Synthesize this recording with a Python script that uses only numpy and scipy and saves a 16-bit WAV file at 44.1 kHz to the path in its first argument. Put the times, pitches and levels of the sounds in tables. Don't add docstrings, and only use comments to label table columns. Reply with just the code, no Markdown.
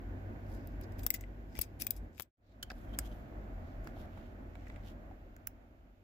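import sys
import numpy as np
from scipy import signal
from scipy.fft import rfft, irfft
from scipy.io import wavfile
from scipy.ndimage import uniform_filter1d

SR = 44100
rng = np.random.default_rng(int(sys.argv[2]) if len(sys.argv) > 2 else 0)


def dump(signal):
    limited = np.clip(np.atleast_2d(signal).T, -1, 1)
    pcm = np.round(limited * 32767).astype(np.int16)
    wavfile.write(sys.argv[1], SR, pcm)


N = 265923
TIME = np.arange(N) / SR
SILENT_S = 2.3404


def amp(db):
    return 10 ** (np.asarray(db) / 20)


def unit(x):
    return x / np.sqrt(np.mean(x ** 2) + 1e-24)


def unit_blow(x):
    energy = (x ** 2).sum(-1, keepdims=True)
    return x / np.sqrt(energy / (SR / 100))


def read(points, hz):
    point_hz, value = np.transpose(points)
    return np.interp(np.log(hz + 1), np.log(point_hz), value)


def add(mix, start_s, sound):
    part = mix[:, max(round(start_s * SR), 0):][:, :sound.shape[1]]
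    part += sound[:, :part.shape[1]]


def band(x, lo_hz, hi_hz, order=3):
    sos = signal.butter(order, [lo_hz, min(hi_hz, SR * .48)], "band", fs=SR, output="sos")
    return signal.sosfilt(sos, x)


def wander(rate_hz):
    hz = np.fft.rfftfreq(N, 1 / SR)
    spectrum = rfft(rng.standard_normal(N)) / (1 + (hz / rate_hz) ** 4)
    return unit(irfft(spectrum, N))


def panned(pan_db):
    return unit(amp([[pan_db / 2], [-pan_db / 2]]))


def ring(x, modes):
    hz = np.fft.rfftfreq(x.shape[-1], 1 / SR)
    body = 1
    for pitch_hz, width_hz, gain_db in modes:
        radiation = np.minimum(hz / pitch_hz, 1) ** 2
        resonance = 1 / (1 + 2j * (hz - pitch_hz) / width_hz)
        body = body + amp(gain_db) * radiation * resonance
    return irfft(rfft(x) * body, x.shape[-1])


# start_s, pitch_hz
THROB_PITCH = [(0, 47.85), (1.1, 45.81), (1.45, 50.08), (2.05, 45.7), (2.6, 52.08), (3.3, 50.2),
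               (3.7, 45.25), (4.6, 47.4), (5.2, 44.16), (5.7, 47.98)]
# start_s, level_db
THROB_CURVES = [
    [(0.0, -49), (0.05, -37.5), (0.15, -56), (0.23, -51.5), (0.58, -42.5), (0.62, -60), (0.73, -39),
     (0.89, -58), (1.02, -40.5), (1.11, -65), (1.18, -46.5), (1.84, -55), (1.87, -71), (1.98, -42),
     (2.04, -51.5), (2.15, -60.5)],
    [(2.6, -62.5), (3.04, -40), (3.22, -54), (3.61, -45.5), (3.69, -57), (3.86, -43.5), (4.02, -61),
     (4.43, -48.5), (4.55, -57), (4.63, -50.5), (5.35, -58), (5.39, -77), (5.51, -54.5), (5.71, -68.5),
     (5.89, -59.5), (6.0, -73)],
]
# start_s, level_db
OCTAVE_CURVES = [
    [(0.0, -54), (0.11, -47.5), (0.3, -46), (0.33, -58), (0.36, -52), (0.92, -49), (0.95, -49.5),
     (1.04, -43), (1.09, -65), (1.24, -46), (1.33, -59), (2.15, -54)],
    [(2.6, -63.5), (3.11, -54.5), (3.5, -56.5), (3.53, -67.5), (3.57, -44), (3.84, -61.5), (3.86, -54),
     (5.04, -56.5), (5.08, -82), (5.13, -61), (5.96, -71.5), (6.0, -64)],
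]


def hum(waver_hz=2.6, flutter_db=2.0, waver_rate_hz=9, flutter_rate_hz=9, pan_db=0.89):
    throb_trim_db, octave_trim_db = 0, -1
    tones = [(1, THROB_CURVES, throb_trim_db), (2, OCTAVE_CURVES, octave_trim_db)]
    out = np.zeros(N)
    for harmonic, curves, trim_db in tones:
        throb_hz = np.interp(TIME, *np.transpose(THROB_PITCH)) + waver_hz * wander(waver_rate_hz)
        cycles = np.cumsum(harmonic * throb_hz) / SR + rng.random()
        level = uniform_filter1d(amp(np.interp(TIME, *np.concatenate(curves).T)), size=3000)
        level *= amp(trim_db + flutter_db * wander(flutter_rate_hz))
        out += np.sqrt(2) * level * np.sin(2 * np.pi * cycles)
    return out * panned(pan_db)


# pitch_hz, likeness (-1..1)
PORT_LIKENESS = [(60, 1), (130, 0.8), (290, 0.95), (640, 0.33), (1400, -0.5), (5000, 0)]
# pitch_hz, pan_db
PORT_BALANCE = [(100, 0), (200, -4), (700, 0.5), (1300, -3), (8000, -4), (15000, 0.5)]


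def wash(colour):
    hz = np.fft.rfftfreq(N, 1 / SR)
    a, b = rfft(rng.standard_normal((2, N)))
    same = np.clip(read(PORT_LIKENESS, hz), -1, 1)
    side = amp(read(PORT_BALANCE, hz) / 2)
    ports = np.array([a * side, (same * a + np.sqrt(1 - same ** 2) * b) / side])
    return unit(irfft(ports * amp(read(colour, hz)), N))


# start_s, level_db
DRAUGHT_LEVEL = [(0, -51.5), (0.9, -50.5), (1.055, -48.5), (1.075, -54), (1.55, -56), (2.1, -58),
                 (2.62, -60), (2.98, -50), (3.25, -52), (3.9, -51.5), (4.3, -54.5), (5.05, -56), (5.7, -64),
                 (6.03, -67)]
# pitch_hz, tool_db, tester_db
RUSH_COLOUR = [(15, -8.5, -16.5), (31.4, 2, 9), (69.6, 8.5, 7.5), (130, 1, 0), (183, -3, -3.5),
               (234, 2.5, 2.5), (351.7, -1.5, -3), (421, -9, -11), (645, -6, -3.5), (972, -16.5, -16.5),
               (1400, -21.5, -16), (1432, -14, -14), (2210, -23.5, -23), (3460, -51.5, -55)]
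# pitch_hz, level_db
THIN_HISS_COLOUR = [(200, -9), (2500, 16.5), (4000, 6.5), (5500, 2), (7600, 1.5), (8300, -22), (9700, -8),
                    (10400, -2.5), (15200, 5), (15800, -23)]


def air(rush_db=4, hiss_db=-41, hiss_share=0.6, flutter_db=1, flutter_rate_hz=6.1, top_hz=4200):
    level_db = np.interp(TIME, *np.transpose(DRAUGHT_LEVEL))
    colour = np.array(RUSH_COLOUR)
    at_tool, at_tester = wash(colour[:, :2]), wash(colour[:, ::2])
    rush = band(np.where(TIME < SILENT_S, at_tool, at_tester), 7.6, top_hz, order=2)
    rush *= amp(rush_db + level_db + flutter_db * wander(flutter_rate_hz))
    hiss = wash(THIN_HISS_COLOUR) * amp(hiss_db + hiss_share * level_db)
    return rush + hiss


# pitch_hz, t60_s
ROOM_DECAY = [(300, 0.21), (2000, 0.37), (8000, 0.1), (15000, 0.12)]


def room(x, early_decay_s=0.0052, early_db=-18, tail_db=-23):
    t = np.arange(SR // 2) / SR
    near, far = rng.standard_normal((2, 2, len(t))) * (t > .002)
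    early = near * np.exp(-t / early_decay_s)
    hz, frame_s, z = signal.stft(far, SR, nperseg=256)
    decay = amp(-60 * frame_s / read(ROOM_DECAY, hz)[:, None])
    tail = signal.istft(z * decay, SR, nperseg=256)[1][:, :len(t)]
    response = (amp(early_db) * unit(early) + amp(tail_db) * unit(tail)) / np.sqrt(len(t))
    mono = x.sum(0, keepdims=True) / np.sqrt(2)
    return x + signal.fftconvolve(mono, response, axes=1)[:, :N]


# start_s, pan_db (left over right)
HAND_PLACE = [(.8, 5.5), (1.06, 16), (1.65, 14), (1.9, 20), (2.2, 22.5), (2.63, -5), (2.99, 0), (3.9, -9),
              (5.47, -6.5)]


def place_db(s):
    return np.interp(s, *np.transpose(HAND_PLACE))


def friction(modes, grain_db):
    slips = rng.standard_normal((2, N)) * amp(grain_db * wander(rate_hz=900))
    rung = ring(slips, modes)
    return unit(band(rung, 1600, 7900, order=5)), unit(band(rung, 10300, 15100, order=6))


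# pitch_hz, width_hz, gain_db
STEEL_MODES = [(2350, 120, 9), (2680, 91, 5.5), (3360, 53, 6), (3760, 35, 7), (5030, 220, 9.5),
               (6070, 90, 10), (7060, 110, 8), (7980, 20, 13), (7960, 160, -1), (10670, 300, 19),
               (11850, 500, 23), (12600, 470, 14), (13750, 1000, 17.5), (14420, 570, 19),
               (15030, 400, 18.5)]
# middle_s, length_s, level_db, ring_hz, ring_width_hz, ring_db, treble_db
RUB_STROKES = [(0.532, 0.18, -71, 10900, 400, 11, -1), (0.603, 0.5, -77.5, 4530, 1200, 13, -5),
               (0.835, 0.068, -65.5, 4600, 1200, 12, 0), (0.999, 0.053, -58.5, 14500, 500, 2, -0.5),
               (1.046, 0.12, -66, 8000, 198.5, 21, 1.5), (1.153, 0.061, -51.5, 6100, 197, 4.5, 0),
               (1.214, 0.096, -69.5, 2030, 300, 12, -8), (1.55, 0.18, -73.5, 5060, 598, 4, -5),
               (1.588, 0.062, -61, 5230, 600, 5, -6.5), (1.624, 0.079, -53.5, 10900, 400, 18, -8),
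               (1.816, 0.055, -45.5, 10800, 299, 17, -2.5), (1.843, 0.05, -55, 14330, 500, 6, 3.5),
               (1.94, 0.08, -67, 14150, 500, 7.5, -3), (2.156, 0.088, -70, 7000, 260, -13, -8.5),
               (2.212, 0.11, -52, 14000, 260, 3, -1), (2.487, 0.22, -75, 3900, 1200, 22, -13),
               (2.797, 0.32, -74.5, 3300, 800, 4, 1), (2.912, 0.082, -74, 3160, 180, 24, 4),
               (2.943, 0.036, -58.5, 3200, 198, 28, 2), (3.013, 0.15, -70, 3200, 500, 5, 1.5),
               (3.064, 0.052, -61.5, 3200, 300, 11, -2), (3.122, 0.029, -66, 3150, 250, 22, -7),
               (3.113, 0.38, -73.5, 3140, 600, 7, 2.5), (3.693, .21, -79.5, 3900, 1491, 20.5, -7),
               (3.872, 0.13, -70, 2005, 800, 9, -4), (4.004, 0.17, -67.5, 3300, 1500, 18, 4.5),
               (4.202, 0.37, -73.5, 2800, 1400, 20, 1.5), (4.693, 0.57, -71, 2030, 800, 17.5, -10.5),
               (4.881, 0.14, -65, 3050, 1500, 14.5, 1)]


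def rubs(pan_share=.4, steel_damping_db=7):
    gripped = [(pitch_hz, width_hz, db - steel_damping_db) for pitch_hz, width_hz, db in STEEL_MODES]
    steel, plastic = friction(gripped, grain_db=6), friction([], grain_db=3.8)
    out = np.zeros((2, N))
    for middle_s, length_s, level_db, ring_hz, ring_width_hz, ring_db, treble_db in RUB_STROKES:
        middle, treble = steel if middle_s < SILENT_S else plastic
        inside = abs(TIME - middle_s) < length_s / 2
        slide = middle[:, inside] + amp(treble_db) * treble[:, inside]
        rung = unit(ring(slide, [(ring_hz, ring_width_hz, ring_db)]))
        stroke = rung * np.hanning(inside.sum())
        gains = amp(level_db) * panned(pan_share * place_db(middle_s))
        add(out, middle_s - length_s / 2, gains * stroke)
    return out


# start_s, level_db, decay_s, pitch_hz, pan_db
DULL_BUMPS = [(1.0657, -45.5, 0.000068, 800, 30), (1.591, -40, 0.00039, 300, 33),
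              (1.5914, -38, 0.0042, 85, 19), (1.8669, -54, 0.00025, 900, 28),
              (2.1988, -34, 0.000046, 860, 33), (2.207, -44.5, 0.00018, 705, 22.5),
              (2.702, -54, 0.0079, 743, 10), (2.718, -51, 0.00088, 642, 0), (2.988, -53, 0.0017, 950, 11),
              (3.581, -54, 0.0044, 661, 6), (3.872, -53.5, 0.00059, 980, 6), (3.969, -56.5, 0.0028, 790, 4),
              (4.053, -56.5, 0.0066, 700, 3), (4.174, -58, 0.0021, 865, -1), (4.555, -59.5, .0008, 850, -4),
              (4.701, -61.5, 0.00054, 950, 2), (5.112, -54.5, 0.0053, 756, 11)]


def thuds(size=2048):
    out, t = np.zeros((2, N)), np.arange(size) / SR
    for start_s, level_db, decay_s, pitch_hz, pan_db in DULL_BUMPS:
        push = np.exp(-t / decay_s) * np.sin(2 * np.pi * pitch_hz * t)
        add(out, start_s, amp(level_db) * panned(pan_db) * unit_blow(push))
    return out


def neutral(x, share=.7):
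    spectrum = rfft(x)
    return irfft(spectrum / (abs(spectrum) + 1e-12) ** np.clip(share, 0, 1), x.shape[-1])


BAND_PAN_SHARE = [0.35, 0.18, 0.96, 1.15]


def clicks(rows, modes, lowest_hz, low_width_hz, high_width_hz, grain_db, likeness, size=4096):
    spread_db, detune, lead_s, port_lag_s = 1.5, .006, .002, .0003
    rise_s, crack_db = .0005, -9
    bands_hz = [(lowest_hz, 3450), (3500, 8900), (9800, 13000), (13000, 15500)]
    out, t = np.zeros((2, N)), np.arange(size) / SR - lead_s
    for start_s, middle_db, body_db, treble_db, top_db, decay_s, low_hz, low_db, high_hz, high_db in rows:
        near, far, grain = rng.standard_normal((3, size))
        chatter = np.array([near, (likeness * near + far) / np.hypot(likeness, 1)])
        chatter *= amp(grain_db * unit(uniform_filter1d(grain, size=16)))
        envelope = np.exp(np.minimum(t / rise_s, -t / max(decay_s, 1e-4)))
        chatter = neutral(chatter * envelope) * envelope ** .15
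        chatter /= np.linalg.norm(chatter, axis=1, keepdims=True)
        chatter[0, round(lead_s * SR)] += amp(crack_db)
        chatter[1, round((lead_s + port_lag_s) * SR)] += amp(crack_db)

        grip = rng.standard_normal((len(modes), 2))
        struck = [(pitch_hz * (1 + detune * a), width_hz, gain_db + spread_db * b)
                  for (pitch_hz, width_hz, gain_db), (a, b) in zip(modes, grip)]
        favoured = [(low_hz, low_width_hz, low_db), (high_hz, high_width_hz, high_db)]
        sound = ring(chatter, struck + favoured)

        bands_db = [body_db, 0, treble_db, top_db]
        for (lo_hz, hi_hz), band_db, share in zip(bands_hz, bands_db, BAND_PAN_SHARE):
            part = unit_blow(band(sound, lo_hz, hi_hz, order=5))
            gains = amp(middle_db + band_db) * panned(share * place_db(start_s))
            add(out, start_s - lead_s - port_lag_s, gains * part)
    return out


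# pitch_hz, width_hz, gain_db
PLASTIC_MODES = [(1514, 250, 22.2), (2160, 300, 10), (5490, 330, 6.8), (6830, 160, 14), (7270, 295, 13.05),
                 (8900, 50, 3.1), (9400, 360, 21), (10850, 407, 9.9), (11800, 400, 5.2), (12400, 580, 17),
                 (13600, 730, 15), (15730, 710, 27)]
# start_s, middle_db, body_db, treble_db, top_db, decay_s, low_hz, low_db, high_hz, high_db
PLUG_CONTACTS = [(2.6285, -44, -1.5, -7, -9, 0.0039, 3050, 30, 4100, 6.1),
                 (2.635, -66, 9.5, -8, -10, 0.002, 1620, 25, 7700, 12),
                 (2.7018, -58, 9, -13, -24, 0.0051, 2560, 21, 4740, 31),
                 (2.7075, -66.5, 19, -11, -17.0, 0.0017, 1603, 36, 4060, 24),
                 (2.7158, -62.5, 6, -12, -7, 0.0029, 1710, 16, 4900, 33),
                 (2.9884, -37, -7.5, 0, -10, 0.0035, 5080, 17, 8200, 21),
                 (3.8443, -73, 2, -2, -0.5, 0.0032, 2004, 5, 7200, 8),
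                 (3.8727, -63.5, 11.5, -7, -8.5, 0.0024, 1920, 15, 4720, 18),
                 (4.177, -79.5, 13, -6, -5, 0.0047, 1915, 15, 3340, 6.3),
                 (4.5541, -74.5, 16.5, -9, -5.5, 0.0035, 2170, 11, 3975, 9.2),
                 (4.6684, -76.5, 18, -6, -8.5, 0.0074, 1970, 29, 5280, 5),
                 (4.6825, -73, 2.5, -11.5, -8, 0.0028, 2020, 11, 5780, 18),
                 (4.6998, -72, 17.5, -16, -17, 0.0024, 1990, 34, 3400, 16),
                 (4.7607, -75, 16.5, -18, -17.5, 0.005, 1980, 22, 3450, 9.7),
                 (5.3653, -69, 8.5, -3, -5.0, 0.00069, 1500, 6.8, 5600, 7),
                 (5.472, -49, 1.5, 6, 8, 0.0015, 1520, 9.2, 6370, 13.6)]


def plugs():
    return clicks(PLUG_CONTACTS, PLASTIC_MODES, lowest_hz=1002, low_width_hz=220, high_width_hz=890,
                  grain_db=3.5, likeness=0.072)


# start_s, middle_db, body_db, treble_db, top_db, decay_s, low_hz, low_db, high_hz, high_db
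TOOL_CONTACTS = [(0.674, -70, -8.5, 2, 11, 0.00072, 2400, 7, 7000, 0),
                 (0.8122, -69.5, 5, 6.5, 4, 0.003, 2377, 8, 6800, -4),
                 (0.9214, -71, -9.5, -6, -1, 0.0072, 2394, 1, 5100, 0.5),
                 (0.9898, -66, -0.5, -1.5, -0.5, 0.0076, 2410, 13.5, 8060, -10.5),
                 (1.0332, -58.5, -1.5, 3, 2, 0.0078, 2380, 10.5, 7300, 6.5),
                 (1.0652, -43.5, -12.5, 4, 14, 0.0013, 1540, 13.5, 5350, 14.5),
                 (1.0698, -60.5, 1.5, 12, 4.5, 0.0017, 2030, 4.5, 8060, 13),
                 (1.105, -39.5, -3.5, -3.5, 11, 0.0011, 2105, 25, 7950, 8),
                 (1.1412, -46.5, 0, -4.5, 10, 0.0043, 2040, 29, 6950, 13.5),
                 (1.1475, -51.5, -4, -3, -3, 0.008, 2090, 15.5, 7200, 7),
                 (1.2098, -59.5, -0.5, -11, 1, 0.0022, 2053, 28.5, 6840, 13),
                 (1.2385, -78, 24.5, -15, -15, 0.0011, 2022, 38.5, 3750, 3),
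                 (1.553, -60.5, 4.5, -15, -10, 0.0032, 2050, 19, 5300, 12.5),
                 (1.5632, -66, 7.5, -8, -4.5, 0.0012, 2040, 8.5, 14100, 9.5),
                 (1.5695, -64, 6.5, -5, -3, 0.002, 2360, 3.5, 5230, 10),
                 (1.5762, -62, 1.5, -9.5, -9, 0.0015, 2380, 7, 6200, 18),
                 (1.5902, -50.5, 1.5, 9, 9, 0.0018, 2630, 6.5, 11900, 28),
                 (1.6132, -50.5, -10, -1, 10.5, 0.0005, 3390, 6.5, 13700, 20.5),
                 (1.6149, -39, -16.5, -1.5, 5.5, 0.0026, 2100, 5, 8330, 28.5),
                 (1.619, -46, -19, 7.5, -5, 0.0012, 2340, 9, 5100, 24.5),
                 (1.6385, -59.5, -5, -8, -9, 0.003, 2370, 5, 6400, 16.5),
                 (1.799, -62.5, -1.5, 4, -4, 0.003, 2390, 12.5, 11000, 15.5),
                 (1.8065, -57.5, -13, 1.0, -3.5, 0.003, 2400, 11.5, 5250, 13.5),
                 (1.8134, -53, -4.5, 5.5, 1, 0.0018, 2410, 13, 5650, 12),
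                 (1.8203, -43, -6, 3.5, 2, 0.0018, 2495, 17.5, 5350, 13),
                 (1.8678, -43, -4.5, -2.5, 8.5, 0.0023, 2440, 13, 7900, 15),
                 (1.9068, -49.5, -13, 13, 11.5, 0.0007, 3850, 13, 8000, 19.5),
                 (1.9089, -45.5, -9, 5.5, 11.0, 0.00088, 2400, -1, 11800, 24),
                 (1.9645, -61.5, -12, 2, -5, 0.0093, 2405, 4, 5420, 5),
                 (2.18, -64, 10.5, 5, 0.5, 0.0009, 2440, 16, 6960, -3),
                 (2.198, -48, -7.5, 0, 10, 0.0004, 1500, -8, 3400, -3.5),
                 (2.207, -54.5, 7, 14.5, 9.5, 0.0006, 1500, 1, 3890, -4),
                 (2.2215, -46.5, -20, 5, 10, 0.0029, 2470, 1, 7100, -8)]


def tool():
    return clicks(TOOL_CONTACTS, STEEL_MODES, lowest_hz=1210, low_width_hz=85, high_width_hz=310,
                  grain_db=3.5, likeness=0.25)


def scene():
    struck = tool() + plugs() + thuds()
    return room(struck) + rubs() + hum() + air()


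def record(dry):
    hold_s, fade_out_s, fade_in_s, fade_power = 0.029, 0.26, 0.26, 1.1
    fade_s = np.where(TIME < SILENT_S, fade_out_s, fade_in_s)
    opening = (abs(TIME - SILENT_S) - hold_s) / fade_s
    faded = dry * np.clip(opening, 0, 1) ** fade_power
    low_pass = signal.firwin(255, 16600, window=("kaiser", 9), fs=SR)
    return signal.oaconvolve(faded, low_pass[None], "same")


dry = scene()
out = record(dry)
dump(out)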